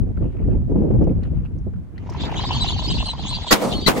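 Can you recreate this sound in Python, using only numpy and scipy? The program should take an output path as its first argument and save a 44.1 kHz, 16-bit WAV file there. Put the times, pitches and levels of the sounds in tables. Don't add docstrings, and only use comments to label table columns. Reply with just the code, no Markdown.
import sys
import numpy as np
from scipy import signal
from scipy.fft import rfft, irfft
from scipy.io import wavfile
from scipy.ndimage import uniform_filter1d, map_coordinates

SR = 44100
rng = np.random.default_rng(int(sys.argv[2]) if len(sys.argv) > 2 else 0)


def file_out(sig):
    cols = np.atleast_2d(sig).T
    lim = np.clip(cols, -1, 1)
    pcm = np.round(lim * 32767).astype(np.int16)
    wavfile.write(sys.argv[1], SR, pcm)


N = 176400
T = np.arange(N) / SR
BINS_HZ = np.arange(N // 2 + 1) * SR / N

def undb(db):
    return 10 ** (np.asarray(db) / 20)

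def unit(x):
    return x / np.sqrt(np.mean(x ** 2))

def even(x, size):
    return x / np.sqrt(uniform_filter1d(np.mean(x ** 2, axis=0), size=size))

def curve(rows, column=1):
    rows = np.array(rows)
    return np.interp(T, rows[:, 0], rows[:, column])

def colour(x, spectrum):
    hz, db = np.array(spectrum).T
    gain = undb(np.interp(np.log(np.maximum(BINS_HZ, 1)), np.log(hz), db))
    return irfft(rfft(x) * unit(gain), N)

def noise(spectrum, correlation=0):
    white = rng.standard_normal((3, N))
    return colour(np.sqrt(1 - correlation) * white[:2] + np.sqrt(correlation) * white[2], spectrum)

def walk(rate):
    steps, coarse = rng.standard_normal(4000), T[::16]
    return unit(np.interp(T, coarse, map_coordinates(steps, [coarse * rate], order=3, mode="wrap")))

def flicker(rate, depth_db):
    return unit(undb(depth_db * np.tanh(walk(rate))))

def patchy(x, centres_hz, rate, depth_db):
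    spectrum = rfft(x)
    bands = (irfft(spectrum * np.interp(BINS_HZ, centres_hz, row), N) for row in np.eye(len(centres_hz)))
    return sum(band * unit(undb(depth_db * walk(rate))) for band in bands)

def swell(s, rise, hold, fall):
    return np.exp(np.minimum(T - s, 0) / rise - np.maximum(T - s - hold, 0) / fall)

def bump(s, width):
    return np.exp(-.5 * ((T - s) / width) ** 2)

def swing(s, hz):
    u = 2 * np.pi * hz * (T - s)
    return u * np.exp(.5 - .5 * u ** 2)

def ports(x, lag_s):
    return np.array([x, map_coordinates(x, [(T - lag_s) * SR], order=3)])

# t/s, relative rumble level/dB, relative buffet level/dB
GUSTS = [(0, -21.5, -30.5), (.14, -35, -41), (.23, -21.5, -22.5), (.32, -32.5, -44), (.45, -24, -28),
         (.56, -24.5, -24), (.65, -29.5, -41.5), (.74, -25.5, -25), (.92, -23.5, -24.5), (1.05, -22, -25),
         (1.22, -27.5, -38), (1.41, -27.5, -40.5), (1.47, -35, -51), (1.55, -28, -40), (1.63, -32, -49.5),
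         (1.79, -34, -46), (1.87, -41, -53), (2.05, -38, -43.5), (2.22, -32, -35.5), (2.62, -28.5, -36.5),
         (2.84, -29, -44), (2.91, -23, -27.5), (3.11, -35.5, -47.5), (3.27, -32.5, -37.5), (3.5, -41, -62),
         (3.59, -56, -55), (3.74, -30, -31.5), (3.95, -41.5, -38)]
# t/s, relative level/dB
THUMPS = [(0.18, -42), (.212, -33.5), (0.255, -24), (0.348, -34), (0.455, -32), (0.485, -26.5), (.695, -31),
          (0.717, -20), (0.758, -17), (.818, -24), (0.848, -19), (0.906, -18.5), (0.95, -20), (1.014, -15),
          (1.073, -18), (1.11, -23.5), (1.195, -43), (1.333, -32), (1.668, -29.5)]
# f/Hz, relative level/dB
RUMBLE_SPECTRUM = [(12, -23.5), (25, -14.5), (45, -0.5), (90, -2), (140, -6.5), (220, -13), (400, -42.5),
                   (900, -92)]
BUFFET_SPECTRUM = [(70, -34.5), (130, -6), (200, 1), (320, -0.5), (480, -11), (800, -26), (1400, -47),
                   (2900, -55.5), (3800, -67), (9000, -76), (15000, -77)]
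THUMP_SPECTRUM = [(30, -9.5), (90, 1.5), (200, 3), (380, 0), (550, -8.5), (900, -26), (1500, -46.5),
                  (4000, -74)]
AIR_SPECTRUM = [(100, 6), (600, 0), (1500, -9.5), (3000, -21), (5000, -28), (10000, -30.5), (15000, -36.5)]

def wind():
    eddy_drive = 0.74 * walk(60) + 0.79 * np.array([walk(110), walk(110)])
    eddies = unit(undb(7.5 * np.tanh(eddy_drive)))
    rumble = even(noise(RUMBLE_SPECTRUM, correlation=0.13), size=3000) * undb(curve(GUSTS) + 6.5)
    rumble *= flicker(rate=30, depth_db=3.1)
    buffet = even(noise(BUFFET_SPECTRUM, correlation=0.25), size=1500) * undb(curve(GUSTS, 2) + 2.5)
    impacts = sum(undb(db + 3.5) * swell(s, rise=0.004, hold=0.0049, fall=0.011) for s, db in THUMPS)
    thumps = even(noise(THUMP_SPECTRUM, correlation=0.31), size=500) * impacts
    return rumble + buffet * eddies + thumps + noise(AIR_SPECTRUM) * undb(-53.5)

# t/s, Gaussian width/s, relative level/dB
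SCUFFS = [(0.247, 0.055, -56.5), (0.378, 0.055, -56.5), (0.521, 0.025, -52), (0.788, 0.021, -64.5),
          (.93, 0.038, -58), (1.03, 0.02, -53), (1.13, 0.038, -59), (1.25, 0.022, -50), (1.384, 0.039, -55),
          (1.453, 0.013, -53.5), (2.01, 0.038, -56.5), (2.316, 0.052, -36.5)]
# f/Hz, relative level/dB
GRASS_SPECTRUM = [(600, 4), (1400, 2.5), (2000, -4), (2900, -3), (3500, -16.5), (6000, -29), (12000, -31),
                  (16000, -37)]

def grass(blades_per_s=1100):
    grains = unit(rng.standard_normal((2, N)) * (rng.random(N) < blades_per_s / SR))
    rustle = patchy(colour(grains, GRASS_SPECTRUM), np.linspace(1200, 3600, 6), rate=35, depth_db=4)
    envelope = sum(undb(db + 2) * bump(s, width) for s, width, db in SCUFFS)
    return rustle * flicker(rate=120, depth_db=1.5) * envelope

# t/s, centre f/Hz, level/dB
SNAPS = [(0.173, 1350, -40), (0.443, 1920, -53), (1.04, 6060, -57.5), (1.094, 2530, -54),
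         (1.234, 4180, -50), (1.237, 1900, -51), (1.459, 2700, -51), (1.586, 5800, -61.5),
         (1.737, 1500, -50), (1.761, 1440, -56), (1.98, 4200, -51), (1.98, 2010, -41.5),
         (2.099, 5500, -41.5), (2.136, 5300, -49)]

def stems():
    out = 0
    for s, hz, db in SNAPS:
        peak = [(hz / 2, -19), (hz * 0.79, -13), (hz, 0), (hz * 1.2, -15), (hz * 2, -28), (hz * 4, -46)]
        out += noise(peak, correlation=0.5) * undb(db) * swell(s, rise=0.00034, hold=0.0011, fall=0.0052)
    return out

# t/s, relative level/dB
CLAPS = [(2.041, -43.5), (2.094, -30), (2.125, -49), (2.151, -29.5), (2.237, -28.5), (2.264, -36),
         (2.295, -27), (2.325, -23.5), (2.353, -25), (2.375, -34), (2.396, -25), (2.442, -23.5),
         (2.453, -23.5), (2.494, -28), (2.51, -18.5), (2.527, -29), (2.549, -31), (2.567, -26),
         (2.611, -29), (2.626, -33), (2.647, -21.5), (2.666, -28), (2.706, -27.5), (2.724, -28),
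         (2.766, -29), (2.795, -27.5), (2.826, -25), (2.856, -30.5), (2.887, -33.5), (2.916, -32.5),
         (2.948, -32), (2.972, -28.5), (3.007, -26.5), (3.029, -25), (3.07, -27.5), (3.081, -33),
         (3.091, -24.5), (3.137, -27), (3.152, -34), (3.196, -28.5), (3.253, -31.5), (3.273, -30.5),
         (3.314, -29.5), (3.33, -32.5), (3.372, -33.5), (3.388, -29), (3.417, -38), (3.447, -30.5),
         (3.472, -28)]
# t/s, level/dB
WHIRR = [(1.9, -71), (2.08, -44), (2.2, -35), (2.32, -37), (2.6, -36), (2.95, -41), (3.17, -43),
         (3.45, -41), (4, -44)]
# f/Hz, relative level/dB
SLAP_SPECTRUM = [(100, -11), (250, -4.5), (450, -16.5), (650, 8.5), (900, 7), (1100, -4), (1400, -11),
                 (2300, -18), (5000, -22.5), (7200, -33), (8800, -63)]
FEATHER_SPECTRUM = [(120, -8), (250, 9.5), (550, 1), (950, 7), (1400, -6.5), (2200, -2.5), (4000, -17.5),
                    (6800, -18.5), (8200, -47), (14000, -50)]

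def wings(clap_hz=932, width_s=0.0021):
    packets = np.zeros(N)
    for (s, db), (detune, phase) in zip(CLAPS, rng.uniform(-1.03, 1, (len(CLAPS), 2))):
        hz = clap_hz * (1 + 0.15 * detune)
        carrier = np.sqrt(2) * np.sin(2 * np.pi * hz * (T - s) + np.pi * phase)
        packets += undb(db - 2.5) * bump(s, width_s) * carrier
    feathers = noise(FEATHER_SPECTRUM, correlation=0.5)
    flutter = patchy(feathers, np.geomspace(500, 8000, 5), rate=110, depth_db=4)
    whirr = flutter * flicker(rate=110, depth_db=4) * undb(curve(WHIRR))
    strokes = sum(undb(db - 7.5) * bump(s, 0.0033) for s, db in CLAPS)
    slaps = even(noise(SLAP_SPECTRUM, correlation=0.81), size=300) * strokes
    return ports(packets, lag_s=-0.000043) + slaps + whirr

def squeal(start, length, pitches, rough, octave_db):
    u = np.arange(int(length * SR)) / int(length * SR)
    rough = np.clip(rough, 0, 1)
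    jitter, shimmer = [np.interp(u * length * 700, np.arange(200), r)
                       for r in rng.standard_normal((2, 200))]
    glide_hz = np.polyval(np.polyfit([0, .5, 1], pitches, 2), u)
    phase = 2 * np.pi * np.cumsum(glide_hz * (1 + 0.045 * rough * jitter)) / SR
    tone = np.sqrt(2) * (np.sin(phase) + undb(octave_db) * np.sin(2 * phase))
    out, i = np.zeros(2 * N), int(start * SR)
    out[i:i + len(u)] = tone * np.sin(np.pi * u) ** 0.52 * (1 + 0.9 * np.sqrt(rough) * shimmer)
    return out[:N]

# t/s, duration/s, start, middle and end f/Hz, relative level/dB, roughness, octave level/dB
SQUEALS = [(2.356, 0.0507, 3100, 3440, 3420, -32, 0.67, -0.5),
           (2.37, .036, 3747, 3950, 3820, -29, 0.1, -23), (2.416, .05, 4260, 3900, 3780, -34, 0.8, -27),
           (2.528, 0.035, 4070, 4080, 3560, -34.5, .3, -1),
           (2.529, 0.066, 4550, 4420, 4280, -29.5, 0.5, -24),
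           (2.607, 0.035, 4020, 3920, 4020, -16.5, 0, -11.5),
           (2.644, 0.028, 4590, 4460, 3980, -30.5, 1.1, -21),
           (2.674, 0.046, 3646, 3420, 3380, -29.5, .5, -2), (2.688, 0.049, 4300, 4010, 3470, -32, .8, -26),
           (2.777, 0.037, 3800, 4020, 4020, -32, 0.34, -18),
           (2.838, .035, 4690, 4350, 4570, -27.5, 0.3, -17),
           (2.878, 0.021, 5030, 4910, 4920, -21, 0.1, -12), (2.901, 0.027, 3755, 3783, 4110, -25, .2, -1),
           (2.923, .045, 4480, 4460, 4540, -31, 0.7, -15),
           (2.972, 0.057, 3610, 3430, 3500, -33.5, 0.46, -12),
           (3.057, 0.019, 4180, 4150, 4120, -23.5, 0.4, -2), (3.08, .042, 4180, 4030, 3870, -21, .15, -8),
           (3.182, 0.044, 4060, 4100, 4280, -35, 0.2, -18), (3.253, .045, 3420, 3350, 3450, -33.5, 0.74, 4),
           (3.276, .045, 3800, 4070, 4380, -29, .6, 1), (3.319, 0.037, 4200, 4050, 4080, -24, 0.31, -17),
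           (3.339, 0.034, 4400, 4690, 4280, -23.5, 0.07, -21),
           (3.353, .035, 4100, 3710, 3040, -34, 0.58, -16), (3.474, 0.076, 4300, 4320, 4400, -28, .5, -22),
           (3.465, 0.069, 3790, 3700, 3650, -31.5, 0.45, 0.5),
           (3.618, 0.051, 4600, 4520, 4360, -40, 0.4, -20), (3.737, 0.069, 4440, 4290, 4270, -27, 0.2, -22),
           (3.8, 0.087, 4480, 4570, 4400, -30, 0, -24)]
# t/s, duration/s, start, middle and end f/Hz, level/dB
SQUEAKS = [(2.661, 0.063, 10700, 10540, 10300, -60.5), (2.835, 0.053, 10900, 11260, 11800, -66),
           (3.029, 0.04, 10250, 10200, 10200, -63)]
# t/s, relative level/dB
CHATTER = [(2.13, -67), (2.21, -32.5), (2.26, -32.5), (2.3, -50), (2.385, -34.5), (2.48, -30.5),
           (2.58, -27.5), (2.68, -28.5), (2.76, -33), (2.86, -28.5), (2.95, -27), (3.03, -31),
           (3.125, -32.5), (3.165, -43.5), (3.2, -38), (3.24, -33), (3.3, -31), (3.43, -35), (3.49, -29.5),
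           (3.58, -40), (3.69, -43), (3.73, -26), (3.77, -41.5), (3.82, -32), (3.94, -52), (4, -38)]
# f/Hz, relative level/dB
CRY_TREBLE_CUT = [(2000, 11), (5000, 1.5), (8400, -7), (9000, -24), (10000, -32), (14000, -43)]
# f/Hz, relative level/dB
HOARSE_SPECTRUM = [(1800, -32), (2600, -1), (3100, 4.5), (4000, 7.5), (4700, 3), (5300, -5), (7200, -9),
                   (8300, -51), (9500, -59)]

def birds(chatter_hz=3695, cry_s=0.047):
    near = sum(undb(db - 5.5) * squeal(s, length, pitches, rough, octave_db)
               for s, length, *pitches, db, rough, octave_db in SQUEALS)
    thin = sum(undb(db) * squeal(s, length, pitches, rough=0.24, octave_db=-40)
               for s, length, *pitches, db in SQUEAKS)
    starts = np.linspace(CHATTER[0][0], CHATTER[-1][0], 36)
    crowd = 0
    for lag_s in (-.00014, .00012, .00028):
        cries = 0
        for s in starts:
            shift, stretch, detune = rng.uniform(-1, 1, 3)
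            pitches = chatter_hz * np.exp(0.24 * detune + 0.085 * rng.uniform(-1, 1, 3))
            length = cry_s * (1 + 0.322 * stretch)
            cries += squeal(s + .02 * shift, length, pitches, rough=0.92, octave_db=-11)
        crowd += ports(cries, lag_s)
    hiss = noise(HOARSE_SPECTRUM, correlation=0.05)
    hoarse = patchy(hiss, np.linspace(2500, 8000, 8), rate=70, depth_db=4.5)
    envelope = undb(curve(CHATTER)) * (T > CHATTER[0][0])
    voices = ports(near, lag_s=-0.000038) + envelope * unit(crowd) * undb(-5) / np.sqrt(2)
    return colour(voices, CRY_TREBLE_CUT) + thin + envelope * hoarse * undb(-6.5)

# f/Hz, left level/dB, right level/dB
PORT_MODES = [
    [(498, -12.5, -35), (800, -31, -22), (1120, -42, -16), (1360, -44, -14), (1664, -27, -27),
     (1930, -51, -17.5), (2440, -40, -31), (4800, -18.5, -45), (6100, -28, -44), (6700, -46, -23.5),
     (12000, -25, -40)],
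    [(199.1, -26, -16.5), (2046, -21.5, -39), (4025, -12, -37), (4430, -17.5, -38), (7450, -37, -57)],
]

def port_ringing(shot, front):
    ring = 0
    for hz, left_db, right_db in PORT_MODES[shot]:
        phase = 2 * np.pi * (hz * T + rng.random()) + 0.55 * walk(300)
        ring += undb([[left_db], [right_db]]) * np.sqrt(2) * np.sin(phase)
    return ring * swell(front, rise=0.004, hold=0.0208, fall=0.0013)

# f/Hz, relative level/dB
ROLL_SPECTRUM = [(60, -38), (130, -8), (230, 0.5), (360, -7), (550, -4), (800, -10), (1150, -15),
                 (1700, -32.5), (4500, -33.5), (9000, -34.5), (15000, -49.5)]

def reflections(s, hold, delay_s=0.097):
    ground = undb(-23.5) * swell(s, rise=0.0058, hold=hold, fall=0.14)
    slopes = undb(-20.5) * swell(s + delay_s, rise=0.018, hold=0.059, fall=0.058)
    roll = even(noise(ROLL_SPECTRUM, correlation=0.53), size=1500) * np.hypot(ground, slopes)
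    roll *= flicker(rate=45, depth_db=2.8)
    slap = noise([(1000, -34), (2000, 3.5), (2700, -10.5), (9000, -19.5)], correlation=0.19)
    return roll + slap * undb(-30.5) * swell(s + delay_s, rise=0.012, hold=0.0061, fall=0.011)

# front t/s, boom t/s, boom level/dB, boom hold/s, crack level/dB
SHOTS = [(3.507, 3.523, -11.5, 0.013, -11), (3.861, 3.879, -12, 0.014, -16.5)]
# t/s, centre f/Hz, peak level/dB
PUNCHES = [(3.5124, 476, -11), (3.5319, 275, -5.5), (3.8848, 316, -2.5), (3.8924, 740, -8.5)]
# f/Hz, relative level/dB
BOOM_SPECTRUM = [(30, -7), (120, -22), (220, 8), (450, -3.5), (950, -2), (1600, -8.5), (2600, -13),
                 (5000, -27.5)]
CRACK_SPECTRUM = [(800, -5), (2000, -3.5), (3200, -3.5), (5500, -3.5), (8000, -10.5), (13000, -12.5),
                  (16000, -22)]

def gunshots():
    out = sum(undb(db) * swing(s, hz) for s, hz, db in PUNCHES)
    for shot, (front, s, boom_db, hold, crack_db) in enumerate(SHOTS):
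        arrived = np.clip((T - front) / 0.0044, 0, 1)
        ring = port_ringing(shot, front)
        boom = even(noise(BOOM_SPECTRUM, correlation=0.16), size=300) * undb(boom_db)
        boom *= swell(s, rise=0.0058, hold=hold, fall=0.021)
        crack = noise(CRACK_SPECTRUM) * undb(crack_db) * unit(undb(2 * walk(500)))
        crack *= swell(s, rise=0.01, hold=0.0081, fall=0.012)
        surge = undb(-24.5) * swing(s, hz=22)
        out = out + arrived * (ring + boom + crack + surge + reflections(s, hold))
    return out

def scene():
    return wind() + grass() + stems() + wings() + birds() + gunshots()

def record(dry, cutoff_hz=15800):
    saturated = dry / (1 + dry ** 6) ** (1 / 6)
    return signal.sosfilt(signal.ellip(10, .2, 70, cutoff_hz, fs=SR, output="sos"), saturated)

dry = scene()
out = record(dry)
file_out(out)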